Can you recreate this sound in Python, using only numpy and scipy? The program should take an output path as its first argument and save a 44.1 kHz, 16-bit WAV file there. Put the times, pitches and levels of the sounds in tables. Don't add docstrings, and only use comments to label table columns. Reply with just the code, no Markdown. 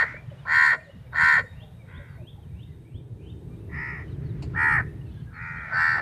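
import sys
import numpy as np
from scipy import signal
from scipy.fft import rfft, irfft, next_fast_len
from scipy.io import wavfile
from scipy.ndimage import uniform_filter1d

SR = 44100
rng = np.random.default_rng(int(sys.argv[2]) if len(sys.argv) > 2 else 0)


def magnitude_from_level(level_db):
    exponent = np.asarray(level_db, float) / 20
    return 10 ** exponent


def log_audio(samples):
    frames = np.atleast_2d(samples).T
    limited = np.clip(frames, -1, 1)
    pcm = np.round(limited * 32767).astype(np.int16)
    wavfile.write(sys.argv[1], SR, pcm)


N = 265041

# (start [s], hold [s], share of the hold where the pitch tops [0-1], top pitch [Hz], level [dB])
CAWS = [(-.245, 0.26, 0.63, 483.6, -12.5), (-.05, 0.22, 0.94, 490.4, -29.5),
        (.449, 0.27404, 0.61, 503.1, -13), (1.121, 0.2573, 0.64, 491.7, -12.5),
        (1.851, 0.31, 0.31, 513.1, -49.5), (3.69, 0.32, 0.48, 467.3, -27.5),
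        (4.159, 0.36, 0.61, 508, -61.5), (4.534, 0.25245, 0.43, 453.5, -17.5), (5.3, .42, .38, 451.7, -34),
        (5.689, 0.29, .5, 504.9, -17), (2.299, 0.27, .5, 455.8, -72.5), (3.04, 0.15, .5, 470, -79.5),
        (2.64, 0.17, .5, 495, -76.5)]
CALLERS = [0, 1, 0, 0, 2, 3, 1, 4, 5, 6, 5, 5, 2]
WET_DB = [-30, -10, -6, -13, -28, -11, -24]


def crows():
    direct, by_trees = np.zeros(N), np.zeros(N)
    for (start, *shape), bird in zip(CAWS, CALLERS):
        voice = caw(shape, bird)
        add(direct, start, voice)
        add(by_trees, start, voice * magnitude_from_level(WET_DB[bird]))
    return direct + echo(by_trees, t60_s=0.2, db=0)


SCOOP_DB = [-23.5, -30, -12, -16.5, -20.5, -2, -11]


def caw(shape, bird):
    t, hz, flutter_hz, db = effort(*shape, bird)
    hz = hz * (1 - 0.2 * np.exp(-t / 0.022))
    rising = t < t[db.argmax()]
    shut = np.clip((.9 - hz / hz.max()) / .15, 0, 1)
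    plain, beat, phase = folds(t, hz, flutter_hz, db, rising, bird)
    tone = pulse(t, beat, partials(hz, phase, db, rising), bird)
    voice = throat(tone, db, shut, bird)
    steady = voice / np.sqrt(uniform_filter1d(voice ** 2, size=1800) + 0.13 * np.mean(voice ** 2))
    scoop = np.cos(2 * plain) + 1.3 * np.cos(3 * plain)
    scoop = scoop * magnitude_from_level(SCOOP_DB[bird]) * shut * np.where(rising, .2, 1)
    edge = np.clip(np.minimum(t / .003, (t[-1] - t) / .035), 0, 1)
    return (steady + scoop) * magnitude_from_level(db) * edge


# (flutter [Hz], pitch lack at the start [0-1], pitch sag at the end of the hold [0-1],
# swell time [s], fade over the hold [dB])
MANNERS = [(77.79, .25, .12, 0.04766, -5.5), (72.85, 0.5, 0.95, .03, -18), (76.3, 0.9, 0.3, 0.022, -11),
           (70.13, 0.6, 0.3, 0.0511, -14.5), (75.95, 0.1, .15, 0.03283, -4), (83.66, .24, .09, 0.0501, -5),
           (81.96, 0.26, .05, 0.043, -7)]


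def effort(held_s, top, top_hz, top_db, bird):
    flutter_hz, lack, sag, swell_s, fade_db = MANNERS[bird]
    release_s = .07
    t = np.arange(0, held_s + release_s + 0.12, 1 / SR)
    u = np.minimum(t / held_s, 1)
    top = min(top, .99)
    before, after = np.maximum(1 - u / top, 0), np.maximum((u - top) / (1 - top), 0)
    arch = 1 - lack * before ** 2 - sag * after ** 2
    cave = 1 - 0.5 / (1 + np.exp((held_s + 0.011 - t) / 0.0082))
    swell_db = -31 * np.exp(-t / swell_s)
    release_db = -12000 * np.maximum(t - held_s, 0) ** 2
    tired = 1 - .08 * u ** 3
    return t, top_hz * arch * cave, flutter_hz * tired, top_db + swell_db + fade_db * u ** 2 + release_db


FLUTTERS = [(0.5945, 0.062, 1.7, 0.18, 1.4), (0.64, 0.043, 1.2, 0.2, 1.5),
            (0.603, 0.1406, 0.79, 0.25, 1.02), (0.66, 0.077, 1.1, 0, 0.34), (0.59, 0.03, 2.6, 0, 0.35),
            (0.46, 0.19, 2.1, 0.16, 1.5), (0.65, 0.14, 1.2, 0.1, 1.15)]
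SETTLE_S = [.03, .03, .03, .03, .04, .15, .05]
LOCKED = {4: 6}


def folds(t, hz, flutter_hz, db, rising, bird):
    swing, second, second_phase, _, _ = FLUTTERS[bird]
    jitter = .005 + .004 * np.minimum(db.max() - db, 14) * np.where(rising, 1, .2)
    jitter = jitter + .02 * (t < SETTLE_S[bird])
    beat = 2 * np.pi * np.cumsum(flutter_hz * (1 + jitter * walk(60, size=len(t)))) / SR
    plain = 2 * np.pi * np.cumsum(hz * (1 + jitter * walk(400, size=len(t)))) / SR
    if bird in LOCKED:
        beat = plain / LOCKED[bird]
    phase = plain + swing * np.sin(beat) + second * np.sin(2 * beat + second_phase)
    return plain, beat, phase


def partials(hz, phase, db, rising):
    size = len(hz)
    order = np.arange(1, 34)[:, None]
    upper = order > 6
    even = 2 * np.pi * np.cumsum(hz) / SR
    swung = even + (phase - even) * np.where(upper, .6, 1)
    scatter = 2 * np.pi * np.where(upper, .35, 1) * rng.random((33, 1))
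    lines = np.cos(order * swung + scatter)
    for k in range(33):
        lines[k] *= magnitude_from_level((2.8 if k > 5 else 1.6) * walk(45, size=size))
    lines[0] *= magnitude_from_level(-28)
    opening = 1 - .94 * rising * np.clip((db.max() - db - 3) / 14, 0, 1)
    lines[4:6] *= opening
    air = 4 * high_pass(rng.standard_normal(size), 4, 3000)
    breath = .3
    high = np.sqrt(1 - breath) * lines[6:].sum(axis=0) + np.sqrt(breath) * air
    return lines[:6].sum(axis=0) + magnitude_from_level(1.2 * walk(60, size=size)) * np.sqrt(opening) * high


CATCHES = [(0.3, 4.1, 4.3), (.3, 3., 4.6), (0.2, 3., 5.05), (0.5, 2.7, 3.45), (0.8, 3., 4.03),
           (0.6, 3.8, 5.3), (0.7, 3., 4.3)]
# (depth [0-1], phase [rad], until [s])
DOUBLES = [(.6, 1., .1), (.1, 1., .1), (.1, 1., 0.11), (.2, 1., 0.062), (.2, 1., .06), (.2, 0.99, .1),
           (.45, 0.937, .13)]


def pulse(t, beat, tone, bird):
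    throb, throb_phase = FLUTTERS[bird][3:]
    tone = tone * (1 + throb * np.cos(beat + throb_phase))
    depth, sharp, catch_phase = CATCHES[bird]
    tone = tone * (1 - depth * np.exp(sharp * (np.cos(beat + catch_phase) - 1)))
    twice, twice_phase, until_s = DOUBLES[bird]
    early = np.clip((until_s - t) / .03 + 1, 0, 1)
    return tone * (1 + twice * early * np.cos(2 * beat + twice_phase))


# (frequency [Hz], level per Hz [dB])
THROATS = [
    [(450, -13.5), (810, -26), (1000, -13.5), (1090, -12), (1210, -27.5), (1380, -8), (1580, -5),
     (1670, -21), (1770, 0), (1880, 0), (2060, -12), (2370, -20), (2510, -38), (2750, -30), (2990, -45)],
    [(450, -15), (810, -16.5), (1010, -15.5), (1160, -6), (2010, 5.5), (2430, -11), (2680, -32),
     (2990, -33)],
    [(450, -43.5), (810, -11), (1030, -6), (1260, -9), (1540, 4.5), (1740, -6.5), (1990, 2.5), (2990, -29)],
    [(450, -24), (810, -22.5), (920, -14.5), (1070, -15), (1380, -10), (1550, -22.5), (1750, -2.5),
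     (1930, 4), (2080, -6.5), (2200, -4.5), (2990, -34)],
]
# (frequency [Hz], level per Hz [dB])
MORE_THROATS = [
    [(450, -54), (810, -15.5), (900, -12), (1110, -17.5), (1260, -8.5), (1570, -6), (1860, 3.5),
     (2070, -12), (2350, -13.5), (2590, -34), (2840, -32), (2990, -43)],
    [(450, -55), (810, -17.5), (920, -13.5), (1090, -18), (1400, 1), (1660, -6), (1870, 2), (2220, -6.5),
     (2420, -6), (2720, -33.5), (2990, -40.5)],
    [(450, -29), (810, -12), (960, -19), (1200, -21), (1340, -1.5), (1420, -12.5), (1530, 1), (1670, -17.5),
     (1760, 2), (1850, 0), (2080, -17), (2350, -20), (2520, -38), (2750, -30), (2990, -61)],
]
# (frequency [Hz], level per Hz [dB])
RASPS = [
    [(3250, -27.5), (3500, -45), (3700, -29), (3900, -42.5), (4180, -25), (4340, -33.5), (4520, -26),
     (4820, -43), (4990, -37), (5300, -48), (5580, -40.5), (5900, -54.5), (6060, -47.5), (6280, -54)],
    [(3210, -34.5), (6490, -37.5)],
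    [(3210, -15), (6490, -68)],
    [(3210, -67), (3600, -51), (4600, -42.5), (4900, -30.5), (5050, -35.5), (5220, -24.5), (5420, -42.5),
     (5820, -50.5), (6490, -52.5)],
    [(3210, -40), (3740, -54.5), (4000, -53), (4270, -36), (4500, -43.5), (4650, -44), (5200, -45.5),
     (5600, -44), (5950, -53), (6510, -56.5)],
    [(3210, -48.5), (3700, -37.5), (6490, -45.5)],
    [(3300, -42), (3520, -45.5), (3700, -38.5), (3900, -45), (4140, -35), (4320, -38), (4560, -22.5),
     (4800, -39.5), (4970, -30.5), (5200, -42), (5500, -40), (6200, -56.5), (6510, -59)],
]
# (frequency [Hz], level per Hz [dB])
SHEENS = [
    [(6480, -42.5), (6680, -50), (6920, -35.5), (7200, -43), (9000, -50), (11130, -54), (12230, -64.5),
     (14000, -63)],
    [],
    [],
    [],
    [(7980, -47), (8610, -42), (12490, -58.5), (14000, -62.5)],
    [],
    [(7100, -49.5), (7930, -46.5), (9310, -59), (12930, -64.5), (14000, -69.5)],
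]


def throat(tone, db, shut, bird):
    voice = colour(tone, (THROATS + MORE_THROATS)[bird] + RASPS[bird] + SHEENS[bird])
    top = signal.sosfiltfilt(signal.butter(2, 5000, "high", fs=SR, output="sos"), voice)
    return voice - top * (1 - magnitude_from_level(.5 * (db - db.max()) - 8 * shut))


# (frequency [Hz], level per Hz [dB])
TAP = [(710, 0.5), (1660, -22.5), (2570, -7), (3480, -25.5), (4530, -7.5), (5960, -28.5), (7060, -19),
       (12870, -47), (14000, -48.5)]


def tap():
    start_s, level_db, t60_s, rise_s = 4.422, -41, 0.12, .003
    out, t = np.zeros(N), np.arange(SR // 5) / SR
    fade = np.minimum(t / rise_s, 1) * np.exp(-np.log(1000) * t / t60_s)
    add(out, start_s, magnitude_from_level(level_db) * unit(colour(rng.standard_normal(len(t)), TAP)) * fade)
    return out


# (frequency [Hz], level [dB])
LATE_COLOUR = [(800, -8), (1500, -8), (1850, -0.5), (3000, 4), (14000, 4)]


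def tree_line(near):
    early = echo(near, t60_s=0.22, db=-24)
    late = echo(colour(near, LATE_COLOUR), t60_s=.65, db=-31, rise_s=.08)
    return early + late


def echo(x, t60_s, db, rise_s=0.034):
    t = np.arange(SR) / SR
    tail = rng.standard_normal(SR) * np.exp(-np.log(1000) * t / t60_s) * np.clip(t / rise_s, 0, 1)
    tail = tail / np.sqrt(np.sum(tail ** 2))
    tail = tail + magnitude_from_level(6) * high_pass(tail, 3, 4500)
    return magnitude_from_level(db) * signal.fftconvolve(x, tail)[:N]


# (start [s], length [s], from [Hz], to [Hz], level [dB])
WHISTLES = [(0.121, 0.085, 2096, 2430, -45.5), (0.369, 0.048, 2900, 3000, -66),
            (0.792, .031, 2400, 2400, -61), (1.448, 0.11, 3745, 3745, -62.5),
            (3.493, 0.089, 2310, 2430, -72), (3.494, 0.06, 1146, 1240, -70),
            (3.553, 0.034, 3000, 3680, -77), (3.586, 0.12, 2610, 2720, -73),
            (5.007, 0.017, 2880, 2830, -60.5), (5.264, 0.04, 1655, 1610, -57),
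            (2.07, 0.037, 2400, 2930, -73), (0.24, .045, 2980, 3020, -76), (0.885, .045, 2830, 3020, -64),
            (1.013, 0.057, 2870, 2820, -70), (1.064, 0.026, 2310, 2280, -65),
            (1.109, 0.035, 3750, 3770, -66.5), (2.48, .02, 2485, 2440, -70),
            (3.196, 0.046, 2285, 2890, -73), (4.075, .025, 2900, 3150, -67), (4.875, .04, 2600, 2630, -69),
            (5.54, 0.061, 4520, 4030, -72), (5.562, 0.033, 3010, 3200, -68), (.392, .058, 3900, 2850, -65),
            (.82, .068, 4650, 3300, -73), (.785, .045, 2550, 2950, -69), (.83, .2, 2830, 2870, -73),
            (5.155, .08, 1640, 1620, -64), (2.66, .09, 2080, 1950, -72), (2.99, .03, 2500, 2250, -73),
            (2.14, .06, 1900, 2350, -72)]
# (start [s], length [s], from [Hz], to [Hz], level [dB])
COOS = [(0.141, 0.0089, 567, 517, -45), (0.309, 0.0351, 641.5, 467, -48), (0.747, 0.083, 625, 664, -51.5),
        (0.857, 0.0608, 593.5, 528, -50.5), (1.03, 0.063, 552.7, 489, -59), (1.25, 0.088, 510.5, 488, -51),
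        (1.432, 0.0323, 588.3, 404.4, -45), (1.594, 0.086, 642, 587.4, -57.5),
        (1.597, 0.1096, 470.9, 424, -59.5), (1.82, 0.0485, 543.2, 503, -56), (1.987, 0.05, 588, 554.5, -53),
        (2.165, 0.0935, 711, 511.1, -56.5), (1.609, 0.088, 825.3, 731, -61),
        (2.202, 0.0536, 354.7, 358.7, -51.5), (2.362, 0.045, 764, 863.6, -62.5)]
# (start [s], length [s], from [Hz], level [dB])
CHIRPS = [(2.049, 0.16, 5000, -77), (2.412, .05, 3450, -70), (4.095, 0.043, 4420, -67),
          (4.125, 0.045, 3600, -72), (4.287, .035, 4200, -69), (5.597, 0.03, 3550, -67)]
# (start [s], length [s], from [Hz], level [dB])
SLIDES = [(.15, 0.034, 3020, -73), (.299, 0.02, 3090, -61), (.388, 0.015, 3880, -72),
          (1.788, 0.054, 2400, -64), (4.245, .048, 4520, -69.5), (5.05, 0.068, 2740, -67),
          (5.333, 0.063, 4420, -68), (5.417, 0.047, 4550, -76)]


def birds():
    out = phrases() + twitter()
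    calls = WHISTLES + COOS
    for rows, fall in ((CHIRPS, .81), (SLIDES, .92)):
        calls = calls + [(s, length, hz, hz * fall, db) for s, length, hz, db in rows]
    for start, length, from_hz, to_hz, db in calls:
        size = int(length * SR)
        call = whistle(np.linspace(from_hz, to_hz, size), db, wobble=2.5)
        add(out, start, call * np.hanning(size) ** .5)
    return out + echo(out, t60_s=.22, db=-8)


# (time from the top [s], pitch [Hz], level [dB])
PHRASE = [(-.13, 2223, -11), (-.095, 2451, -9.5), (-.06, 2740, -9.5), (-.045, 2838, -9), (-.03, 3120, -0.5),
          (-.004, 3580, 2.5), (.004, 3670, 5), (0.012, 3705, -26)]
# (time of the top [s], level [dB])
PHRASES = [(1.636, -61), (1.977, -62), (2.302, -63.5), (2.64, -64), (2.979, -64.5), (3.303, -67)]


def phrases():
    out = np.zeros(N)
    s, hz, db = np.transpose(PHRASE)
    t = np.arange(s[0], s[-1], 1 / SR)
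    for top_s, top_db in PHRASES:
        bend = 1 + .008 * walk(25, size=len(t))
        song = whistle(bend * np.interp(t, s, hz), np.interp(t, s, db) + top_db, wobble=3.2)
        add(out, top_s + s[0], song)
        add(out, top_s + s[0], echo(song, t60_s=0.35, db=6.5, rise_s=0.012))
    return out


# (start [s], length [s], low [Hz], high [Hz], level [dB])
TWITTERS = [(5.04, .2, 2800, 4400, -78), (5.1, .11, 2900, 3500, -79), (5.41, .09, 4500, 5000, -84),
            (.2, 0.2, 2700, 3800, -80), (3.21, 0.11, 2600, 3100, -77), (.82, .2, 2600, 3600, -83)]


def twitter():
    out = np.zeros(N)
    for start, length, low_hz, high_hz, db in TWITTERS:
        for when, pitch, size in rng.random((60, 3)):
            hz = (low_hz + pitch * (high_hz - low_hz)) * np.linspace(1.015, .985, 900)
            cheep = whistle(hz, db + 4 * size, wobble=.8) * np.hanning(900)
            add(out, start + when * length, cheep)
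    return out


def whistle(hz, db, wobble):
    size = len(hz)
    waver = magnitude_from_level(wobble * walk(68, size=size)) * (1 + .12 * wobble * walk(300, size=size))
    hz = hz * (1 + .007 * walk(150, size=size))
    return np.sqrt(2) * magnitude_from_level(db) * waver * np.sin(2 * np.pi * np.cumsum(hz) / SR)


# (time [s], level [dB])
CHATTER = [(0, -52), (.3, -59.5), (.45, -59.5), (1.0, -63), (1.499, -62), (2.2, -72.5), (2.8, -73),
           (3.401, -73), (3.601, -64.5), (4.1, -60.5), (4.35, -63), (4.5, -58), (4.95, -62.5), (5.15, -65),
           (5.299, -69), (6.01, -50)]


def chatter():
    s, db = np.transpose(CHATTER)
    # (centre [Hz], width [Hz], level [dB])
    bands = [(619, 150, 4.0), (940, 420, -9.0), (1390, 1100, 4.5), (1950, 1500, -15.5),
             (2500, 280, -14.5), (3300, 760, -22)]
    flock = sum(band(hz, width) * magnitude_from_level(band_db + 2.3 * walk(14)) for hz, width, band_db in bands)
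    flock = signal.sosfilt(signal.butter(2, 4200, fs=SR, output="sos"), flock)
    return unit(flock) * magnitude_from_level(np.interp(np.arange(N) / SR, s, db))


# (time [s], strength [dB])
GUST = [(0, 1), (.4, -1.5), (.7, -2), (1.1, -1), (1.6, -4.5), (2.1, -1), (2.6, 1.5), (3.1, 4.5), (3.6, 6.5),
        (4.1, 7), (4.6, 8), (4.88, 8.5), (5.05, 5), (5.35, -2.5), (5.8, -2), (6.01, 4.5)]
# (time [s], half length [s], level [dB])
PUFFS = [(0.289, 0.011, 8.5), (0.634, 0.069, -3.5), (0.863, 0.0656, -7.5), (0.96, 0.0225, 13),
         (1.237, 0.0162, 8.5), (1.315, 0.0176, -7), (1.454, 0.3, 3), (1.982, 0.0273, 7.5),
         (2.225, 0.041, 7), (2.532, 0.029, 3.5), (2.878, 0.051, -5), (2.952, 0.01105, 10),
         (3.078, 0.032, -4.5), (3.121, 0.023, 9), (3.472, 0.03, 5.5), (3.761, 0.061, 8.5),
         (3.916, 0.048, -0.5), (4.346, 0.296, 6), (4.802, 0.0486, 5), (4.915, 0.11, -5), (5.17, 0.73, 6),
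         (5.545, 0.24, -0.5), (5.886, 0.067, -4.5)]
# (frequency [Hz], level per Hz [dB])
RUMBLE = [(12, -62), (20, -37.5), (52, -5.5), (75, 0.5), (134, 2), (178, -5.5), (221, -17.5), (240, -11.5),
          (310, -33.5), (530, -120)]


def wind():
    t = np.arange(N) / SR
    gust = np.interp(t, *np.transpose(GUST))
    puffs = sum(db * np.exp(-((t - s) / half) ** 2) for s, half, db in PUFFS)
    rumble = unit(colour(rng.standard_normal(N) * magnitude_from_level(0.98 * walk(30)), RUMBLE))
    roar_shape = [(210, -2.5), (300, 6.0), (420, 3.0), (520, -10.0)]  # (frequency [Hz], level [dB])
    roar = unit(colour(rng.standard_normal(N) * magnitude_from_level(1.4 * walk(14)), roar_shape))
    return rumble * magnitude_from_level(-43.5 + 0.52 * gust + puffs) + roar * magnitude_from_level(-61 + 1.9 * gust + 0.1 * puffs)


# (frequency [Hz], level per Hz [dB])
YARD = [(450, -10), (1150, -24), (1920, -27.5), (2930, -31.5), (3670, -37.5), (4680, -38), (6280, -41),
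        (8560, -49), (9220, -36.5), (13950, -41), (14300, -49)]


def yard():
    octaves = 450 * 2. ** np.arange(6)
    leaves = sum(band(hz, hz * 0.34) * np.sqrt(hz) * magnitude_from_level(2.4 * walk(4.5)) for hz in octaves)
    return magnitude_from_level(-63.5) * unit(colour(leaves, YARD)) + crickets()


# (pitch [Hz], width [Hz], level [dB])
CRICKETS = [(3745, 63, -77.5), (8350, 500, -84)]
# (time [s], level [dB])
CRICKET_SWELL = [(0, -12.5), (1.299, -1.5), (1.6, 1.47), (3.3, -5), (3.8, -6), (6.01, -6.5)]


def crickets():
    swell = np.interp(np.arange(N) / SR, *np.transpose(CRICKET_SWELL))
    return sum(band(hz, width) * magnitude_from_level(db + 2.1 * walk(9.0) + swell * (hz < 5000))
               for hz, width, db in CRICKETS)


def colour(x, points):
    hz, db = np.transpose(points)
    size = next_fast_len(len(x) + 4096)
    f = np.log(np.arange(size // 2 + 1) * SR / size + 1)
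    slope = 40 * (np.maximum(np.log(hz[0]) - f, 0) + np.maximum(f - np.log(hz[-1]), 0))
    return irfft(rfft(x, size) * magnitude_from_level(np.interp(f, np.log(hz), db) - slope), size)[:len(x)]


def high_pass(x, order, hz):
    return signal.sosfilt(signal.butter(order, hz, "high", fs=SR, output="sos"), x)


def unit(x):
    return x / np.sqrt(np.mean(x ** 2))


def walk(rate, size=N):
    k = int(SR / rate)
    held = np.repeat(rng.standard_normal(size // k + 1), k)
    return unit(uniform_filter1d(uniform_filter1d(held, k), k)[:size])


def band(hz, width):
    return unit(signal.lfilter(*signal.iirpeak(hz, hz / width, SR), rng.standard_normal(N)))


def add(out, s, x):
    i = int(s * SR)
    x = x[max(-i, 0):N - i]
    out[max(i, 0):max(i, 0) + len(x)] += x


def scene():
    near = crows() + tap()
    return (near + tree_line(near) + birds() + chatter() + wind() + yard())[None]


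def low_pass(x):
    return signal.sosfilt(signal.butter(12, 14280, fs=SR, output="sos"), x)


def record(dry):
    return low_pass(dry)


dry = scene()
out = record(dry)
log_audio(out)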